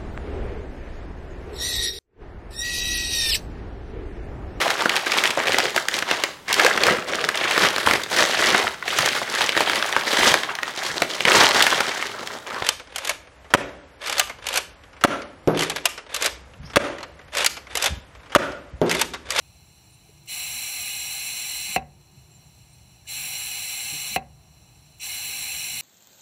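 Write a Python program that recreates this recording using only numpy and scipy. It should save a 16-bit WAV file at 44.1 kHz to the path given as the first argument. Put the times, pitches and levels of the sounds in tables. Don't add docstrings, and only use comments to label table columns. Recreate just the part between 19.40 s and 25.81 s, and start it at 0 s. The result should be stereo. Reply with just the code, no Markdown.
import sys
import numpy as np
from scipy import signal
from scipy.fft import rfft, irfft
from scipy.io import wavfile

SR = 44100
rng = np.random.default_rng(int(sys.argv[2]) if len(sys.argv) > 2 else 0)


def gain_from_db(level_db):
    decades = np.asarray(level_db, float) / 20
    return 10 ** decades


def output_pcm(signal):
    pcm = np.clip(np.atleast_2d(signal).T, -1, 1) * 32767
    wavfile.write(sys.argv[1], SR, np.round(pcm).astype(np.int16))


N = 282681
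TIME = np.arange(N) / SR
HZ = np.fft.rfftfreq(N, 1 / SR) + 1e-3


def rms_one(x):
    return x / np.sqrt(np.mean(x ** 2) + 1e-20)


def at_hz(points):
    hz, level_db = np.transpose(points)
    return gain_from_db(np.interp(np.log(HZ), np.log(hz), level_db))


def cavities(peaks):
    power = 0
    for hz, width, level_db in peaks:
        power = power + gain_from_db(2 * level_db) / (1 + (2 * (HZ - hz) / width) ** 2) ** 2
    return np.sqrt(power)


def noise(gain):
    return rms_one(irfft(rfft(rng.standard_normal(N)) * gain, N))


def drift(rate_hz):
    r = np.exp(-2 * np.pi * rate_hz / SR)
    return rms_one(signal.lfilter([1], [1, -2 * r, r * r], rng.standard_normal(N + SR))[SR:])


def ring(clicks, hz, t60):
    r = gain_from_db(-60 / (t60 * SR))
    w = 2 * np.pi * hz / SR
    return signal.lfilter([0, np.sin(w)], [1, -2 * r * np.cos(w), r * r], clicks + 1e-18)


def glide(s, length, from_hz, to_hz, level_db):
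    share = np.array([0, 0.2, 1 - 0.32, 1])
    levels = level_db - 14 * np.array([1, 0, 0, 1])
    return np.transpose([s + length * share, from_hz + (to_hz - from_hz) * share, levels])


def wavering(rows, jitter_hz, flutter_db):
    s, hz, level_db = np.transpose(rows)
    pitch = np.interp(TIME, s, hz) + jitter_hz * drift(31.6)
    level = gain_from_db(np.interp(TIME, s, level_db, -130, -130) + flutter_db * drift(20))
    return pitch, np.sqrt(2) * level * np.sin(2 * np.pi * np.cumsum(pitch) / SR)


# (time [s], level [dB])
SLAMS = [
    (2.3611, -1.5),
    (4.7608, -3.5),
]


def since_slam(fade_s):
    return sum(np.exp(-np.clip(TIME - s, 0, None) / fade_s) * (TIME > s) for s, _ in SLAMS)


# (frequency [Hz], level [dB per Hz])
SHOP_SPECTRUM = [(12, -64), (20, -41), (24, -45), (38, -8.5), (113, -2), (185, -6), (209, -14),
                 (347, -16.5), (555, -23.5), (597, -19), (783, -15.5), (1050, -22.5), (1500, -28),
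                 (1950, -29.5), (3300, -120)]
# (frequency [Hz], width [Hz], level [dB])
SHOP_MODES = [(56, 13, 0.5), (70.5, 22, 6.5), (120, 2.2, 10.5), (148, 5, 10.5), (198.6, 15, 5)]
# (time [s], length [s], from [Hz], to [Hz], level [dB])
MOTOR = [
    (0.298, .85, 322.6, 350.6, -71.5),
    (1.998, 1.3, 347, 374, -73),
]


def workshop():
    colour = at_hz(SHOP_SPECTRUM) * np.hypot(1, cavities(SHOP_MODES))
    low = 1 / (1 + (HZ / 215) ** 12)
    shake_db = 7.5 * since_slam(0.12)
    rumble = gain_from_db(drift(2.5) + shake_db) * noise(colour * low)
    haze = gain_from_db(-9 + 0.5 * drift(0.95)) * noise(colour * (1 - low))
    motor = sum(wavering(glide(*row), jitter_hz=1.4, flutter_db=2.5)[1] for row in MOTOR)
    return gain_from_db(-55.5) * (rumble + haze) + motor


# (time [s], frequency [Hz], level [dB], t60 [s])
KNOCKS = [(.655, 780, -54, 0.076), (0.691, 425, -44, 0.052), (1.427, 201, -44, 0.092),
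          (2.291, 198, -41, 0.12), (2.77, 129, -45, 0.28), (4.522, 148, -38.5, 0.22),
          (4.53, 290, -43, 0.14), (4.535, 420, -48, 0.13), (4.712, 205, -40.5, 0.15), (5.428, 120, -50, .1),
          (3.655, 1700, -47, .03), (5.891, 425, -46, 0.054), (6.175, 151, -47, 0.077)]


def knocks():
    out = np.zeros(N)
    age = TIME[:SR // 2]
    for s, hz, level_db, t60 in KNOCKS:
        soft_start = 1 - np.exp(-age / 0.0024)
        knock = gain_from_db(level_db - 60 * age / t60) * soft_start * np.sin(2 * np.pi * hz * age)
        start = int(s * SR)
        out[start:start + len(age)] += knock[:N - start]
    return out


# (frequency [Hz], width [Hz], level [dB])
TANK = [(241.5, 37, -17), (350, 120, -28)]
HOSE = [(422, 56, -27), (529, 71, -20.5), (627, 17, -22.5), (734, 96, -14.5), (802.5, 54, -10),
        (912, 41, -17.5), (994, 41, -19.2), (1050, 50, -16.5), (1140, 25, -16.5), (1208, 72, -18),
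        (1310, 47, -16.5), (1440, 11, -26), (1502, 59, -16.5), (1638, 200, -17.5), (1715, 190, -15.5)]
VALVE = [(2031, 77, -7), (2152, 118, -4), (2213, 36, -5), (2330, 68, -2), (2509, 130, -1), (2659, 73, 2.5),
         (2630, 18, -2), (2909, 172, -0.5), (3080, 37, -8), (3360, 214, -10.5), (3562, 71, -9),
         (3770, 94, -13), (3870, 50, -4), (4029, 174, 0.5), (4180, 264, -0.3), (4480, 21, -14),
         (4800, 27, -9.5), (4700, 92, -21), (4970, 170, -20.5), (5300, 81, -31), (5252, 50, -19.5),
         (5413, 110, -10.5), (5639, 110, 0.0), (5770, 88, -1), (5750, 36, -18)]
HEAD = [(6173, 180, -4.4), (6608, 145, -18.4), (6790, 156, -14.2), (6931, 134, -16.1), (7104, 134, -10.6),
        (7436, 256, 0.7), (7698, 79, -6.3), (7928, 201, -10.4), (8154, 169, -6.3), (8431, 135, -15.8),
        (8667, 253, -9.6), (8946, 156, -10.3), (9141, 224, -7.7), (9549, 121, -24.9), (9841, 700, -22.7)]
BAY = [(10061, 114, -23.9), (10447, 228, -3.5), (10649, 147, -7.4), (10939, 401, -3.3), (11480, 205, -5.6),
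       (11853, 224, -17.9), (12206, 201, -21.8), (12449, 313, -17.5), (12775, 201, -10.8),
       (13142, 195, -17.1), (13452, 85, -13.2), (13852, 441, -8.0), (14456, 263, -14.6), (14718, 247, -7.6),
       (15196, 411, -13.9), (15648, 288, -16.9)]


def passages():
    age = TIME[:SR // 4]
    echoes = rng.standard_normal(len(age)) * gain_from_db(-35 - 60 * age / 0.098) * (age > 0.004)
    ripple = np.abs(1 + rfft(echoes, N))
    hose = cavities(TANK + HOSE) * ripple
    body = (cavities(VALVE + HEAD + BAY) + gain_from_db(-40.5)) * ripple
    return hose, body


# (frequency [Hz], level [dB])
LEAK_TILT = [(500, -11), (1500, -3.5), (2600, -0.5), (5600, 3), (9000, -2), (12000, -1.5), (15500, -3)]


def leak(hose, body):
    level_db = -58 - 8.5 * since_slam(0.23)
    floor = gain_from_db(-29) * (HZ < 9300)
    colour = np.hypot(gain_from_db(4.5) * hose, body + floor) * at_hz(LEAK_TILT)
    return gain_from_db(level_db + 0.5 * drift(4.3)) * noise(colour)


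# (time [s], length [s], from [Hz], to [Hz], level [dB])
CHIRPS = [
    (.32, .07, 8980, 8600, -68),
    (.49, .08, 9200, 9130, -62),
    (2.78, .14, 7150, 7120, -74),
    (2.9, .09, 7550, 7200, -64),
    (3.0, .12, 6750, 7150, -75),
    (3.08, .39, 7210, 9480, -68),
    (5.26, .11, 8150, 8800, -73),
]


def whistles(body):
    out = np.zeros(N)
    for row in CHIRPS:
        pitch, tone = wavering(glide(*row), jitter_hz=28, flutter_db=3.5)
        out += tone * gain_from_db(2.5) * np.interp(pitch, HZ, body) ** 0.5
    return out


# (time [s], length [s], level [dB])
PUFFS = [
    (.857, .012, -55),
    (3.656, .011, -58),
    (5.582, .011, -57),
]


def puffs(body):
    gate = sum(gain_from_db(level_db) / (1 + (2 * (TIME - s) / length - 1) ** 8) for s, length, level_db in PUFFS)
    return gate * noise(body ** 0.25 * (HZ > 1200) * np.sqrt(HZ))


def snap():
    treble = signal.butter(2, 11000, "high", fs=SR, output="sos")
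    return gain_from_db(-25) * since_slam(0.004) * signal.sosfilt(treble, rng.standard_normal(N))


def clatter(body):
    decay = 0
    for s, slam_db in SLAMS:
        decay = decay + gain_from_db(slam_db - 29 - 60 * np.clip(TIME - s, 0, 1) / 0.078) * (TIME > s)
    return decay * noise(np.sqrt(body) / (1 + (1000 / HZ) ** 4) / (1 + (HZ / 3500) ** 2))


# (frequency [Hz], level [dB], t60 [s])
CASTING = [(68, -43, 0.51), (144.7, -35.5, 0.51), (202, -17.5, 0.021), (234.8, -36.5, 0.31),
           (340, -22, 0.021), (394, -28.5, 0.075), (542, -16.5, 0.024), (573, -36.5, 0.23),
           (656, -29.5, 0.018), (705, -34, 0.14), (723, -9, 0.05), (774.6, -14.5, 0.065),
           (765.6, -19.5, 0.14), (844, -19, 0.036), (916, -27.5, 0.048), (1112, -27.5, 0.05),
           (1070, -18, 0.003), (1437, -32.5, 0.038), (1592, -23.5, 0.022), (2014, -24, 0.062),
           (2100, -23, 0.055), (2220, -27, 0.029), (2460, -35, 0.065), (2480, -5, 0.0055),
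           (2470, -26, 0.072), (2630, -36.5, 0.028), (2640, -17, 0.068), (2840, -18.5, 0.038),
           (3920, -36, 0.095), (4166, -23, 0.043)]
# (time after the slam [s], level [dB])
BOUNCES = [
    (.017, -14.5),
    (.033, -21),
    (.049, -43),
    (.061, -25.5),
]


def solenoid():
    clicks = np.zeros(N)
    for s, slam_db in SLAMS:
        clicks[int(s * SR)] = gain_from_db(slam_db)
    seat = signal.butter(3, [60, 4000], "band", fs=SR, output="sos")
    clicks = signal.sosfilt(seat, clicks)
    spread = np.exp(-2j * np.pi * 1.105 * np.log(1 + HZ / 60))
    clicks = irfft(rfft(clicks) * spread, N)
    struck = np.zeros(N)
    for k, (hz, level_db, t60) in enumerate(CASTING):
        struck += (-1) ** k * gain_from_db(level_db) * ring(clicks, hz, t60)
    age = TIME[:SR // 2]
    after = rng.standard_normal(len(age)) * gain_from_db(-44.5 - 60 * age / 0.33) * (age > 0.012)
    for lag, bounce_db in BOUNCES:
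        after[int(lag * SR)] += gain_from_db(bounce_db)
    dull = signal.sosfilt(signal.butter(2, 1400, fs=SR, output="sos"), after)
    return struck + signal.fftconvolve(struck, dull)[:N]


# (opening time [s], shutting time [s], jet level [dB])
BURSTS = [
    (0.87, 2.364, -36.5),
    (3.666, 4.764, -36.5),
    (5.594, 6.6, -36.5),
]


def opening(rise_s, lag, swell_db_per_s, surge_db):
    cut_s, trapped_s, surge_s = 0.0029, 0.016, 0.037
    out = 0
    for opens, shuts, level_db in BURSTS:
        age = np.clip(TIME - opens, 0, shuts - opens)
        after = np.clip(TIME - shuts, 0, None)
        surge = surge_db * age / surge_s * np.exp(1 - age / surge_s)
        cut = np.exp(-after / cut_s)
        fall = cut + gain_from_db(-26) * (np.exp(-after / trapped_s) - cut)
        rise = (1 - np.exp(-age / rise_s)) ** lag
        out = out + gain_from_db(level_db + swell_db_per_s * age + surge) * rise * fall
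    return out


def jet(hose, body):
    top = 1 / (1 + (9800 / HZ) ** 40)
    eddies = gain_from_db(0.45 * drift(190) + 0.1 * drift(3))
    core_gain = gain_from_db(3.5) * opening(rise_s=0.025, lag=0.96, swell_db_per_s=0.9, surge_db=0.46)
    core = core_gain * noise(body * (1 - top))
    top_gain = opening(rise_s=0.024, lag=2.1, swell_db_per_s=-1, surge_db=0)
    bright = top_gain * gain_from_db(-0.5 + 0.5 * drift(25)) * noise(body * top)
    roar_gain = gain_from_db(-13.5) * opening(rise_s=0.028, lag=2.1, swell_db_per_s=-0.7, surge_db=0)
    return eddies * (core + bright) + roar_gain * noise(hose)


def scene():
    hose, body = passages()
    background = workshop() + knocks()
    air = leak(hose, body) + whistles(body) + puffs(body) + snap() + jet(hose, body)
    metal = clatter(body) + solenoid()
    return np.tile(background + air + metal, (2, 1))


def roll_off(x):
    return signal.sosfilt(signal.butter(12, 16180, fs=SR, output="sos"), x)


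def record(dry):
    thin = signal.sosfilt(signal.butter(4, 38, "high", fs=SR, output="sos"), dry)
    mix = irfft(rfft(thin) / (1 + (HZ / 15790) ** 900), N)
    return roll_off(mix)


dry = scene()
out = record(dry)
output_pcm(out)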